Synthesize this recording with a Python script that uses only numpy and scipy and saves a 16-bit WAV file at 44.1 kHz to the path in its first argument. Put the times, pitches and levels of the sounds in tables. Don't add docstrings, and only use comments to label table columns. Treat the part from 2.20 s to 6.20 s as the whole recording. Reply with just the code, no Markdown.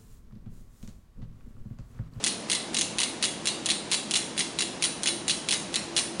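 import sys
import numpy as np
from scipy import signal
from scipy.fft import rfft, irfft, next_fast_len
from scipy.io import wavfile
from scipy.ndimage import uniform_filter1d

SR = 44100
rng = np.random.default_rng(int(sys.argv[2]) if len(sys.argv) > 2 else 0)


def persist_wave(psi):
    counts = np.round(np.clip(psi, -1, 1) * 32767).astype(np.int16)
    wavfile.write(sys.argv[1], SR, np.atleast_2d(counts).T)


N = 176400

STROKE_GAP_S = 0.1
TAIL_CHANGE = 0.6
PATH_SWAY = 0.04
# t/s, level/dB, extra treble/dB
TEETH = [(0.04, -18.5, 3), (0.0636, -22.2, 0.5), (0.0678, -24.1, -5), (0.0774, -23, 4.9),
         (0.299, -21.3, 1.0), (0.3156, -19.8, -0.5), (0.3292, -21.5, 0.4), (0.3502, -23, 0),
         (0.545, -22.5, -1.0), (0.5676, -21, -1.0), (0.587, -20.6, 3.6), (0.6114, -19, 2.0),
         (0.7848, -20.7, -0.4), (0.802, -21, 1.7), (0.816, -23.5, -3), (0.8325, -21.2, 1.0),
         (1.0262, -20.5, -1.5), (1.0392, -20, -1), (1.051, -22.5, 1), (1.2561, -24.5, 0.1),
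         (1.2717, -19.5, 0.5), (1.2839, -23, -1.8), (1.4592, -21, 2), (1.4882, -22.8, -5.3),
         (1.5015, -19.0, 0.5), (1.5137, -21.5, -2), (1.715, -22, 0.5), (1.7196, -21.7, -7.4),
         (1.7309, -20.9, 0), (1.7426, -21, -1.5), (1.91, -22, 2), (1.9385, -20.0, 0), (1.9554, -20.4, -1),
         (1.9593, -21.5, -2), (1.9671, -21.5, 5), (2.178, -23.5, -1.5), (2.1921, -21, 3),
         (2.2051, -21.5, -3.5), (2.3879, -21, 0.5), (2.4063, -21.5, -0.3), (2.4213, -23.5, -2),
         (2.6239, -20.7, -2), (2.6392, -19, 0.5), (2.651, -22, 0.5), (2.8334, -23, 2.5), (2.8586, -23, -3),
         (2.8726, -18.8, -0.7), (2.886, -21.0, -2), (3.0806, -20.8, 0.5), (3.0962, -19.0, -1.7),
         (3.1079, -21.5, 0.5), (3.2871, -20.9, -1.5), (3.3087, -20.5, 1.5), (3.324, -20, -2.2),
         (3.3373, -23, 1), (3.5414, -24, -2), (3.557, -20, 1), (3.7649, -18.6, -1), (3.7766, -19.4, -0.5),
         (3.7891, -20, 1.0), (3.9982, -20, 1)]
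# delay/s, level/dB
REFLECTIONS = [(.0046, -7.5), (.0061, -9.5), (.0092, -21), (0.0119, -19), (0.0159, -24)]
# f/Hz, level/dB
REFLECTION_EQ = [(1000, -0.5), (3800, 4.5), (6500, 3.5), (9500, 3.5)]
# f/Hz, level/dB
REVERB_EQ = [(500, 6), (2000, -1), (3800, -2), (6500, -1), (9500, 1.5)]
def pipette(reverb_trim_db=-1):
    direct, early, late = np.zeros((3, N))
    teeth = np.array(TEETH)
    stroke_starts = np.flatnonzero(np.diff(teeth[:, 0]) > STROKE_GAP_S) + 1
    still_tail = room_tail()
    for stroke in np.split(teeth, stroke_starts):
        tail = np.sqrt(1 - TAIL_CHANGE) * still_tail + np.sqrt(TAIL_CHANGE) * room_tail()
        add(direct, stroke[0, 0] - SCRAPE_S, pawl_scrape())
        for start_s, db, treble_db in stroke:
            add(direct, start_s, amp(db) * tooth_click(treble_db))
            add(late, start_s, amp(db) * signal.fftconvolve(tooth_click(treble_db), tail))
            for (delay_s, wall_db), sway in zip(REFLECTIONS, rng.standard_normal(len(REFLECTIONS))):
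                arrival_s = start_s + delay_s * (1 + PATH_SWAY * sway)
                add(early, arrival_s, amp(db + wall_db) * tooth_click(treble_db))
    early = filtered(early, lambda hz: amp(along(REFLECTION_EQ, hz)))
    late = filtered(late, lambda hz: amp(reverb_trim_db + along(REVERB_EQ, hz)))
    return direct + early + late


SNAP_DB, SNAP_RISE_S, SNAP_T60_S = -1, 0.00023, 0.017
CRACK_DB, CRACK_T60_S = 2, 0.004
MODE_SCATTER_DB, MODE_DETUNE = 4, 0.018
MODE_RISE_CYCLES = 1.96
# f/Hz, relative level/dB
SNAP_SPECTRUM = [(200, -31), (800, -5.5), (1400, -5), (2000, 3), (2900, 3.5), (4200, 6.5), (5200, 5),
                 (7000, 6.5), (7900, 3), (9700, 9.5), (10500, -5)]
# f/Hz, relative level/dB, T60/s
BARREL_MODES = [(1106, -22.5, 0.025), (2070, -10.5, 0.014), (2670, -9.5, 0.015), (2913, -7, .018),
                (3384, -8, 0.024), (3895, -9, 0.029), (4103, -6, 0.018), (4446, -11, 0.018),
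                (6730, -10, 0.007), (8740, -14.5, 0.0093), (9680, -10.5, .01)]
def tooth_click(treble_db):
    t = np.arange(SR // 50) / SR
    envelope = amp(SNAP_DB) * fade(t, SNAP_T60_S) + amp(CRACK_DB) * fade(t, CRACK_T60_S)
    attack = 1 - np.exp(-t / SNAP_RISE_S)
    click = envelope * attack * noise(SNAP_SPECTRUM, len(t))
    for mode_hz, db, t60_s in BARREL_MODES:
        level, pitch, phase = rng.standard_normal(3)
        ring = fade(t, t60_s) * (1 - np.exp(-mode_hz * t / MODE_RISE_CYCLES))
        tone = np.sin(2 * np.pi * (mode_hz * (1 + MODE_DETUNE * pitch) * t + phase))
        click += amp(db + MODE_SCATTER_DB * level) * ring * tone
    treble_shelf = [(4000, 0.012), (6000, treble_db)]  # f/Hz, level/dB
    click = filtered(click, lambda hz: amp(along(treble_shelf, hz)))
    return click / np.sqrt(np.mean(click[:132] ** 2))


SCRAPE_S, SCRAPE_DB, SCRAPE_SCATTER_DB, GRAIN_DB = 0.015, -40.5, 2.5, 1.5
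# f/Hz, relative level/dB
SCRAPE_SPECTRUM = [(500, -12), (1500, 5), (3500, 3.5), (7000, 0), (10000, 2.5)]
def pawl_scrape():
    size = int(SCRAPE_S * SR)
    grain = unit(uniform_filter1d(rng.standard_normal(SR // 10), size=60))[:size]
    rub = unit(amp(GRAIN_DB * grain) * noise(SCRAPE_SPECTRUM, SR // 10)[:size])
    gain = amp(SCRAPE_DB + SCRAPE_SCATTER_DB * rng.standard_normal())
    return gain * rub * signal.windows.tukey(size, 0.5)


# f/Hz, T60/s
ROOM_DECAY = [(500, 0.22), (3500, 0.51), (6500, 0.43), (10000, 0.45)]
def room_tail(delay_s=0.0051, build_s=0.0017):
    hz, frame_s, spectrum = signal.stft(rng.standard_normal(SR // 2), SR, nperseg=256)
    decay = fade(frame_s, along(ROOM_DECAY, hz)[:, None])
    _, tail = signal.istft(spectrum * decay, SR, nperseg=256)
    age_s = np.maximum(np.arange(len(tail)) / SR - delay_s, 0)
    tail *= 1 - np.exp(-age_s / build_s)
    return tail / np.linalg.norm(tail)


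# f/Hz, relative level/dB
AIR_SPECTRUM = [(20, -32), (45, -12), (90, -10.5), (170, 1), (320, 0), (430, -3), (800, -6.5), (1400, -13),
                (3000, -14.5), (7000, -19), (10000, -26)]
# f/Hz, half-width/Hz, level/dB
DUCT_MODES = [(213.3, 17, -51), (337, 7.9, -49.5)]
def ventilation(air_db=-39):
    air = amp(air_db) * noise(AIR_SPECTRUM, N)
    for centre_hz, half_width_hz, db in DUCT_MODES:
        tone = filtered(rng.standard_normal(N), lambda hz: bell(hz, centre_hz, half_width_hz))
        air += amp(db) * unit(tone)
    return air


def amp(db):
    return 10 ** (np.asarray(db) / 20)


def unit(x):
    return x / np.sqrt(np.mean(x ** 2) + 1e-20)


def along(points, hz):
    point_hz, values = np.transpose(points)
    return np.interp(np.log(hz + 1), np.log(point_hz + 1), values)


def bell(hz, centre_hz, half_width_hz):
    return 1 / (1 + ((hz - centre_hz) / half_width_hz) ** 2)


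def filtered(x, response):
    size = next_fast_len(len(x) + 1024)
    hz = np.fft.rfftfreq(size, 1 / SR)
    return irfft(rfft(x, size) * response(hz), size)[:len(x)]


def noise(spectrum, size):
    return unit(filtered(rng.standard_normal(size), lambda hz: amp(along(spectrum, hz))))


def fade(t, t60_s):
    return np.exp(-np.log(1000) * t / t60_s)


def add(track, start_s, sound):
    part = track[max(round(start_s * SR), 0):][:len(sound)]
    part += sound[:len(part)]


def scene():
    return (pipette() + ventilation())[None]


NOTCH_HZ, NOTCH_HALF_WIDTH_HZ, NOTCH_DB = 8000, 130, -5.5
CLIP_LEVEL, CLIP_KNEE = 0.4, 4
CUTOFF_HZ, EDGE_HZ = 10750, 110
def record(dry):
    notch = lambda hz: amp(NOTCH_DB * bell(hz, NOTCH_HZ, NOTCH_HALF_WIDTH_HZ))
    lowpass = lambda hz: (1 - np.tanh((hz - CUTOFF_HZ) / (2 * EDGE_HZ))) / 2
    notched = filtered(dry[0], lambda hz: notch(hz) * (hz < CUTOFF_HZ + 5 * EDGE_HZ))
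    rounded = notched / (1 + np.abs(notched / CLIP_LEVEL) ** CLIP_KNEE) ** (1 / CLIP_KNEE)
    return filtered(rounded, lowpass)[None]


dry = scene()
out = record(dry)
persist_wave(out)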